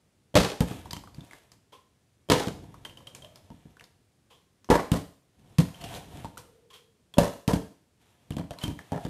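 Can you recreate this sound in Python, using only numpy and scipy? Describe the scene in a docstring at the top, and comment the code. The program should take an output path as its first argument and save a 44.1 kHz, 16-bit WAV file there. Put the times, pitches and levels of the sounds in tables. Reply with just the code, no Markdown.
"""A quiet room with a hard floor, heard by a small microphone close by: a light plastic bottle with a
little water is flipped. It lands with a thunk, water slaps inside, it bounces, rolls, is grabbed, crackles.
Blows: a push and clumped noise ring floor, wall and cap modes. Rolling, scraping, swishes: shaped noise.
Hums: noise on one gliding mode. A sparse-tap room tail and a faint hush lie behind."""
import sys
import numpy as np
from scipy import signal
from scipy.fft import rfft, irfft
from scipy.io import wavfile
from scipy.ndimage import uniform_filter1d

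SR = 44100
rng = np.random.default_rng(int(sys.argv[2]) if len(sys.argv) > 2 else 0)


def transcribe(signal):
    """Save signal, clipped to [-1, 1], as a 16-bit WAV file at the path in sys.argv[1]."""
    frames = np.atleast_2d(signal).T
    limited = np.clip(frames, -1, 1)
    pcm = np.round(limited * 32767).astype(np.int16)
    wavfile.write(sys.argv[1], SR, pcm)


N = 400869


def amp(db):
    """Level in dB to amplitude factor."""
    return 10 ** (np.asarray(db) / 20)


def evened(x):
    """Scales x to unit RMS."""
    return x / np.sqrt(np.mean(x ** 2) + 1e-20)


def peaked(x, db, size):
    """Scales x so that its loudest stretch of size samples has RMS level db."""
    return amp(db) * x / np.sqrt(uniform_filter1d(x ** 2, size).max() + 1e-20)


def add(mix, start_s, sound):
    """Adds sound into mix at start_s, cut at the end of mix."""
    part = mix[round(start_s * SR):][:len(sound)]
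    part += sound[:len(part)]


def colour(x, points):
    """Filters x by the gain curve (hz, db), interpolated over log frequency."""
    f, db = np.transpose(points)
    hz = np.fft.rfftfreq(len(x), 1 / SR)
    gain_db = np.interp(np.log(hz + 1), np.log(f + 1), db)
    return irfft(rfft(x) * amp(gain_db), len(x))


def ring(x, modes):
    """Sums x through one-pole complex resonances (hz, width_hz, db) of alternating sign."""
    out = 0
    for k, (hz, width_hz, db) in enumerate(modes):
        pole = np.exp((2j * np.pi * hz - np.pi * width_hz) / SR)
        mode = signal.lfilter([1 - abs(pole)], [1, -pole], x).imag
        out = out + (-1) ** k * amp(db) * mode
    return out


# background noise spectrum: freq_hz [Hz], density_db [dB per Hz, relative]
HUSH_SPECTRUM = [(15, -52.5), (25, -24), (102, -8), (212, -14.5), (317, -17.5), (1020, -31), (9320, -37),
                 (16000, -50)]
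HUSH_DB = -68


def hush():
    """Steady noise with the background spectrum."""
    return amp(HUSH_DB) * evened(colour(rng.standard_normal(N), HUSH_SPECTRUM))


# crack and scrape spectrum: freq_hz [Hz], density_db [dB per Hz, relative]
CRACK_SPECTRUM = [(590, -17), (1000, -2.5), (1670, -7), (3420, -6), (11800, -12), (15100, -21.5),
                  (16000, -55.5)]
# floor modes: freq_hz [Hz], width_hz [Hz], gain_db [dB]
FLOOR_MODES = [(58.3, 65, 7.5), (91, 300, 7.5), (298, 90, 5)]
# bottle wall modes: freq_hz [Hz], width_hz [Hz], gain_db [dB]
WALL_MODES = [(467, 140, 5.5), (690, 83, 1.5), (920, 100, 2), (1330, 160, -8.5), (1706, 160, -7.5)]
THUMP_HZ, CAP_HZ = 169.1, 3155
SLOSH_HOLD = 1.186  # decay exponent: above 1 holds on at first, then dies quickly
PITCH_FADE = 0.34  # decay of the wall's own pitch, share of t60_s
SWAY, SWAY_S = .07, .04  # moving water bends the wall: RMS share of speed, smoothing time


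def blow(crack_db, wall_db, thump_db, wall_hz, crack_hz, thump_t60_s, t60_s, slap_db, ping_db,
         bright_db=0, boom_db=5.0, grit_db=3.5, pitch_db=9.5, knock_db=-9.5, dent_hz=None, dent_db=5,
         knock_hz=219, knock_width_hz=220):
    """A short push, then clumps of slapping water, ring the floor, the wall and the cap."""
    t = np.arange(SR // 2) / SR
    noise, wall_noise, crack_noise, clump_noise, sway_noise = rng.standard_normal((5, len(t)))

    # drives
    push = np.exp(-t / 0.00031) * (1 - np.exp(-t / 0.000087))
    clumps = amp(grit_db * evened(uniform_filter1d(clump_noise, size=260)))
    slosh = amp(slap_db - 60 * (t / max(t60_s, .01)) ** SLOSH_HOLD)
    slap = slosh * clumps * (1 - np.exp(-t / 0.00079))
    shake = amp(slap_db - 60 * t / max(thump_t60_s, .01))

    thump = ring(2.0 * push + shake * noise, FLOOR_MODES + [(THUMP_HZ, 36, boom_db)])
    thump = peaked(thump, thump_db, size=400)

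    # base buckles
    dent = ring(-push, [(dent_hz or wall_hz, 200, 0)])
    dent = peaked(dent, wall_db + dent_db, size=120)

    knock_mode = [(knock_hz, knock_width_hz, 0)]
    knock = ring(ring(-push, knock_mode), knock_mode)
    knock = peaked(knock, thump_db + knock_db, size=200)

    pitch_fade = amp(-60 * (t / max(PITCH_FADE * t60_s, .01)) ** 2)
    wall = ring(1.9 * push + slap * wall_noise, WALL_MODES)
    wall = wall + ring(2 * push + slap * noise * pitch_fade, [(wall_hz, 45, pitch_db)])
    sway_size = round(SWAY_S * SR)
    sway = uniform_filter1d(uniform_filter1d(sway_noise, sway_size), sway_size)
    sway = SWAY * evened(sway)
    wall = np.interp(np.cumsum(1 + sway - sway[0]) / SR, t, wall)  # pitch bend by time warp
    wall = peaked(wall, wall_db, size=250)

    click = amp(16 + .6 * slap_db) * np.exp(-t / 0.0015) * crack_noise
    snap = colour(click + slap * crack_noise, CRACK_SPECTRUM)
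    snap = colour(snap, [(4000, 0), (14000, bright_db)])
    # low taps and taps near the cap pitch ring longest
    ping_width_hz = min(100 + .2 * abs(crack_hz - CAP_HZ), crack_hz / 6)
    ping = ring(click + 0.1 * slap * crack_noise, [(crack_hz, 3 * ping_width_hz, 0)])
    ping = ring(ping, [(crack_hz, ping_width_hz, 0)])
    crack = peaked(snap, crack_db, size=150) + peaked(ping, crack_db + ping_db, size=150)

    return (thump + dent + knock + wall + crack) * np.cos(np.pi * t) ** 2


# base comes down from a flip: start_s [s], crack_db [dB], wall_db [dB], thump_db [dB], wall_hz [Hz],
# t60_s (slosh) [s], slap_db (water over first blow) [dB], bright_db (top treble) [dB],
# pitch_db (strength of wall pitch) [dB], buckle_hz [Hz]
FLIP_LANDINGS = [(0.354, -18.5, -13.5, -17, 608.6, 0.37, 32, -11, 20, 290),
                 (2.2998, -18.5, -15.5, -24, 504, 0.43, 17, -8.5, 8, 400),
                 (4.7014, -27, -13, -20, 880, 0.3, 22, -4, 12, 310),
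                 (7.1826, -23.5, -12, -18, 548, 0.39, 17, -1, 16, 300)]
GRAZE_LEAD_S = .012


def landings():
    """A rim grazes the floor, then the base hits, buckles and the water slaps."""
    out = np.zeros(N)
    for (start_s, crack_db, wall_db, thump_db, wall_hz, t60_s, slap_db, bright_db, pitch_db,
         buckle_hz) in FLIP_LANDINGS:
        hit = blow(crack_db, wall_db, thump_db, wall_hz, CAP_HZ, 0.71 * t60_s, t60_s, slap_db, -13.0,
                   bright_db, pitch_db=pitch_db, dent_hz=buckle_hz, dent_db=5.5)
        graze = blow(crack_db - 30, wall_db - 22, thump_db - 17, wall_hz, CAP_HZ, .08, .08, slap_db, 3)
        add(out, start_s, hit)
        add(out, start_s - GRAZE_LEAD_S, graze)
    return out


# room decay: freq_hz [Hz], t60_s [s]
ROOM_DECAY = [(60, 0.27), (400, 0.4), (2000, 0.44), (12000, 0.52)]


def room(x):
    """Convolves x with sparse taps of random sign, each band dying at its own speed."""
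    taps = np.zeros(SR // 2)
    at = np.arange(200, len(taps) - 20, 20)
    at = at + rng.integers(0, 20, len(at))
    taps[at] = rng.choice([-1., 1.], len(at))
    hz, t, bands = signal.stft(taps, SR, nperseg=256)
    f, t60_s = np.transpose(ROOM_DECAY)
    band_t60_s = np.interp(np.log(hz + 1), np.log(f), t60_s)[:, None]
    tail = signal.istft(bands * amp(-60 * t / band_t60_s), SR, nperseg=256)[1]
    return signal.fftconvolve(x, tail / np.linalg.norm(tail))[:N]


# bottle bounces back flat: start_s [s], crack_db [dB], wall_db [dB], thump_db [dB], t60_s (slosh) [s],
# knock_hz [Hz], knock_width_hz [Hz]
FLAT_BOUNCES = [(0.6058, -28, -26, -24, 0.13, 219, 221), (4.917, -26.5, -28, -23, 0.25, 215, 241),
                (5.5843, -26, -31, -21, 0.19, 168.6, 44), (7.478, -27.5, -24, -27.5, 0.3, 220.4, 219)]
BASE_HZ = 471


def bounces():
    """Blows with a weak water slap and a strong low knock."""
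    out = np.zeros(N)
    for start_s, crack_db, wall_db, thump_db, t60_s, knock_hz, knock_width_hz in FLAT_BOUNCES:
        hit = blow(crack_db, wall_db, thump_db, BASE_HZ, CAP_HZ, 1.1 * t60_s, t60_s, 4, -12.0, -1.1,
                   boom_db=4, knock_db=10, knock_hz=knock_hz, knock_width_hz=knock_width_hz)
        add(out, start_s, hit)
    return out


# rolling and rubbing under the hand, one list per spell: time_s [s], rumble_db [dB], scrape_db [dB]
ROLL_LEVELS = [
    [(.68, -43, -46.5), (1.05, -54, -79), (1.18, -52, -68.5), (1.35, -80.5, -62.5), (1.6, -68, -83)],
    [(2.5, -43, -70.5), (3, -58.5, -69), (3.67, -64.5, -71.5), (3.95, -74, -80)],
    [(5.36, -67, -80), (5.45, -58, -72), (5.7, -63, -65.5), (5.83, -49, -55), (5.96, -47.5, -47),
     (6.07, -52, -63), (6.19, -41, -53.5), (6.33, -59, -70), (6.46, -56, -71), (6.65, -95.5, -81)],
    [(8.02, -99, -70.5), (8.4, -53.5, -76.5), (8.56, -85, -72), (8.63, -53, -46), (8.75, -80, -68),
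     (9.09, -52, -57.5)],
]
# rolling spectrum: freq_hz [Hz], density_db [dB per Hz, relative]
RUMBLE_SPECTRUM = [(18, -60.5), (30, -3), (102, 5), (280, -5.5), (400, -11), (520, -32.5), (880, -120)]
# cap mode: freq_hz [Hz], width_hz [Hz], gain_db [dB]
CAP_MODES = [(3700, 1300, 0)]
SLIPS_PER_S = 300


def rolling():
    """Ribbed bottle rumbles unevenly; skin scrapes the wall in tiny slips; both set the wall humming."""
    rows = []
    for spell in ROLL_LEVELS:
        rows += [(spell[0][0] - .05, -90, -90), *spell, (spell[-1][0] + .05, -90, -90)]
    time_s, rumble_db, scrape_db = np.transpose(rows)
    t = np.arange(N) / SR
    rumble_amp = amp(np.interp(t, time_s, rumble_db))
    scrape_amp = amp(np.interp(t, time_s, scrape_db))

    rumble_noise, wall_noise, slip_noise, lump_noise = rng.standard_normal((4, N))
    lumps = amp(3.0 * evened(uniform_filter1d(lump_noise, size=900)))
    slip_gain = amp(3.5 * np.minimum(rng.exponential(1, N), 4))
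    slips = slip_noise * (0.33 + slip_gain * (rng.random(N) < SLIPS_PER_S / SR))

    rumble = evened(colour(rumble_noise * lumps, RUMBLE_SPECTRUM))
    scrape = evened(colour(slips * np.sqrt(lumps), CRACK_SPECTRUM))
    scrape = scrape + amp(-8.0) * evened(ring(slips, CAP_MODES))
    wall = ring(wall_noise * np.sqrt(lumps), WALL_MODES + [(724, 53, 0.88)])
    wall = evened(ring(wall, [(838, 640, 0.5), (1750, 170, -1.0)]))
    wall_amp = amp(-18.5) * rumble_amp + amp(-1.5) * scrape_amp
    return rumble_amp * rumble + wall_amp * wall + scrape_amp * scrape


# light bumps on the floor: start_s [s], thump_db [dB], wall_db [dB], crack_db [dB], wall_hz [Hz]
FLOOR_BUMPS = [(0.7102, -33.5, -36.5, -85, 444), (0.9316, -41, -45.5, -31, 950),
               (0.9663, -47, -47.5, -38.5, 950), (1.182, -42.5, -49, -72, 300),
               (2.4714, -30, -32.5, -36, 467), (3.503, -44.5, -52, -58.5, 930), (3.654, -49, -55, -87, 400),
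               (5.8401, -44.5, -56, -38.5, 700), (6.246, -40, -37.5, -47, 930),
               (7.534, -21.5, -33.5, -32.5, 651), (8.306, -32.5, -37, -41.5, 360),
               (8.3671, -32.5, -38, -40, 625), (8.3949, -32.5, -37, -46.5, 636),
               (8.508, -41.5, -38.5, -40, 680), (8.6367, -32.5, -42.5, -33, 990),
               (8.6794, -31, -33.5, -39.5, 364), (8.92, -31, -32, -42, 773), (8.932, -40.5, -34, -48, 830),
               (8.9606, -39, -34.5, -50, 816), (9.0503, -32.5, -34, -42, 464)]
BUMP_T60_S = 0.11


def bumps():
    """Short, gritty blows with a strong wall pitch and dent."""
    out = np.zeros(N)
    for start_s, thump_db, wall_db, crack_db, wall_hz in FLOOR_BUMPS:
        hit = blow(crack_db, wall_db, thump_db, wall_hz, CAP_HZ, 2.3 * BUMP_T60_S, BUMP_T60_S, 0, -9, -3,
                   grit_db=6.5, pitch_db=15.5, dent_db=8.5, knock_db=1.0)
        add(out, start_s, hit)
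    return out


# squeezed or flexing plastic: start_s [s], level_db (of the ping) [dB], pitch_hz [Hz]
PLASTIC_CRACKLES = [(0.856, -40.5, 920), (0.9085, -36.5, 4830), (1.037, -44.5, 1070), (1.074, -48, 1180),
                    (1.1453, -51.5, 4830), (1.207, -50.5, 3600), (1.248, -56.5, 9000),
                    (1.3103, -45.5, 2100), (1.3328, -42.5, 1960), (1.518, -52, 5340), (2.742, -47, 1250),
                    (2.8498, -38, 3110), (2.853, -40, 2000), (2.896, -50, 3080), (2.9722, -45.5, 3120),
                    (3.006, -54.5, 1000), (3.0703, -41, 3180), (3.1492, -41, 6840), (3.2216, -47.5, 3200),
                    (3.246, -46, 3250), (3.3581, -48, 5050), (3.7684, -51.5, 1500), (3.7959, -50, 2780),
                    (3.809, -45, 2030), (3.84, -52, 4800), (4.6444, -53, 5900), (5.744, -48.5, 3100),
                    (5.815, -50, 4400), (5.948, -43.5, 3950), (6.372, -40, 1360), (6.3772, -39, 8400),
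                    (7.1391, -41, 3360), (8.321, -46, 2960), (8.587, -41, 4250), (8.6152, -41, 3000),
                    (8.637, -32, 3120), (8.79, -39.5, 1745)]
CRACKLE_T60_S = 0.17
PING_DB, PING_DB_PER_OCTAVE = 6, -3.5  # ring over hiss at CAP_HZ; lower pops ring more


def crackles():
    """Pops of plastic: blows led by a ping at their own pitch."""
    out = np.zeros(N)
    for start_s, level_db, pitch_hz in PLASTIC_CRACKLES:
        ping_db = PING_DB + PING_DB_PER_OCTAVE * np.log2(pitch_hz / CAP_HZ)
        pop = blow(level_db - ping_db, level_db - 14.5, level_db - 19.0, 1010, pitch_hz,
                   CRACKLE_T60_S, CRACKLE_T60_S, 7.9, ping_db, grit_db=-1.0)
        add(out, start_s, pop)
    return out


# air and water sweep through the bottle: start_s [s], level_db [dB], t60_s (swish) [s],
# top_db (top mode and swish over low modes, before their trims) [dB]
THROW_SWEEPS = [(1.72, -51, 0.32, -2.5), (4.3, -57, 0.43, 2.5), (6.7, -55.5, 0.11, 2.5),
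                (6.729, -52, 0.28, 12)]
# air in the bottle, two low modes and a top one: freq_hz [Hz], width_hz [Hz], gain_db [dB]
AIR_MODES = [(460, 70, -2), (1060, 45, 3), (3280, 260, -6)]


def air_hum(air, modes):
    """Noise through the air modes, then again through broader ones."""
    broad = [(hz, 5 * width_hz, 0) for hz, width_hz, _ in modes]
    return evened(ring(ring(air, modes), broad))


def throws():
    """A soft swish and the humming of the air in the bottle."""
    out, t = np.zeros(N), np.arange(SR // 2) / SR
    for start_s, level_db, t60_s, top_db in THROW_SWEEPS:
        air = rng.standard_normal(len(t)) * (1 - np.exp(-t / 0.0064))
        hum_drive = air * amp(-60 * t / (0.74 * t60_s))
        low = air_hum(hum_drive, AIR_MODES[:2])
        top = air_hum(hum_drive, AIR_MODES[2:])
        swish = evened(colour(air * amp(-60 * t / t60_s), CRACK_SPECTRUM))
        sweep = low + amp(top_db) * (amp(-3.0) * top + amp(-6.0) * swish)
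        add(out, start_s, peaked(sweep, level_db, size=900))
    return out


# bottle hums on one gliding mode: start_s [s], length_s [s], first_hz [Hz], last_hz [Hz], # level_db (before
# the swell) [dB]
GLIDING_HUMS = [(2.888, 0.7, 510.4, 659, -65), (5.8, 0.26, 676.4, 800, -49), (5.8, 0.13, 2920, 2824, -54),
                (3.232, 0.051, 647, 615, -51), (6.255, 0.81, 477, 449, -64), (8.561, 0.21, 995, 986, -54),
                (8.907, 0.17, 777, 648, -46.5)]
HUM_WIDTH = .14  # width of each of two poles, share of first_hz


def hums():
    """Noise one mode wide that swells, glides and fades."""
    out = np.zeros(N)
    for start_s, length_s, first_hz, last_hz, level_db in GLIDING_HUMS:
        real, imag = rng.standard_normal((2, SR))[:, :round(length_s * SR)]
        u = np.linspace(0, 1, len(real))
        pole = np.exp(-np.pi * HUM_WIDTH * first_hz / SR)
        fuzz = signal.lfilter([1], np.poly([pole, pole]), real + 1j * imag)
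        pitch_hz = first_hz + (last_hz - first_hz) * u
        tone = (fuzz * np.exp(2j * np.pi * np.cumsum(pitch_hz) / SR)).real
        swell = np.sin(np.pi * u ** 0.6)
        add(out, start_s, amp(level_db) * swell * evened(tone))
    return out


def scene():
    """Sums the bottle's sounds, their room tail and the hush."""
    near = landings() + bounces() + rolling() + bumps() + crackles() + throws() + hums()
    return (near + amp(-8.5) * room(near) + hush())[None]


BASS_CUT_HZ, BAND_LIMIT_HZ = 42, 15700


def record(dry):
    """The small microphone drops the deepest bass; then the band limit."""
    bass_cut = signal.butter(3, BASS_CUT_HZ, "high", fs=SR, output="sos")
    thin = signal.sosfilt(bass_cut, dry)
    band_limit = signal.firwin(511, BAND_LIMIT_HZ, window=("kaiser", 9), fs=SR)
    return signal.oaconvolve(thin, band_limit[None], "same")


dry = scene()
out = record(dry)
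transcribe(out)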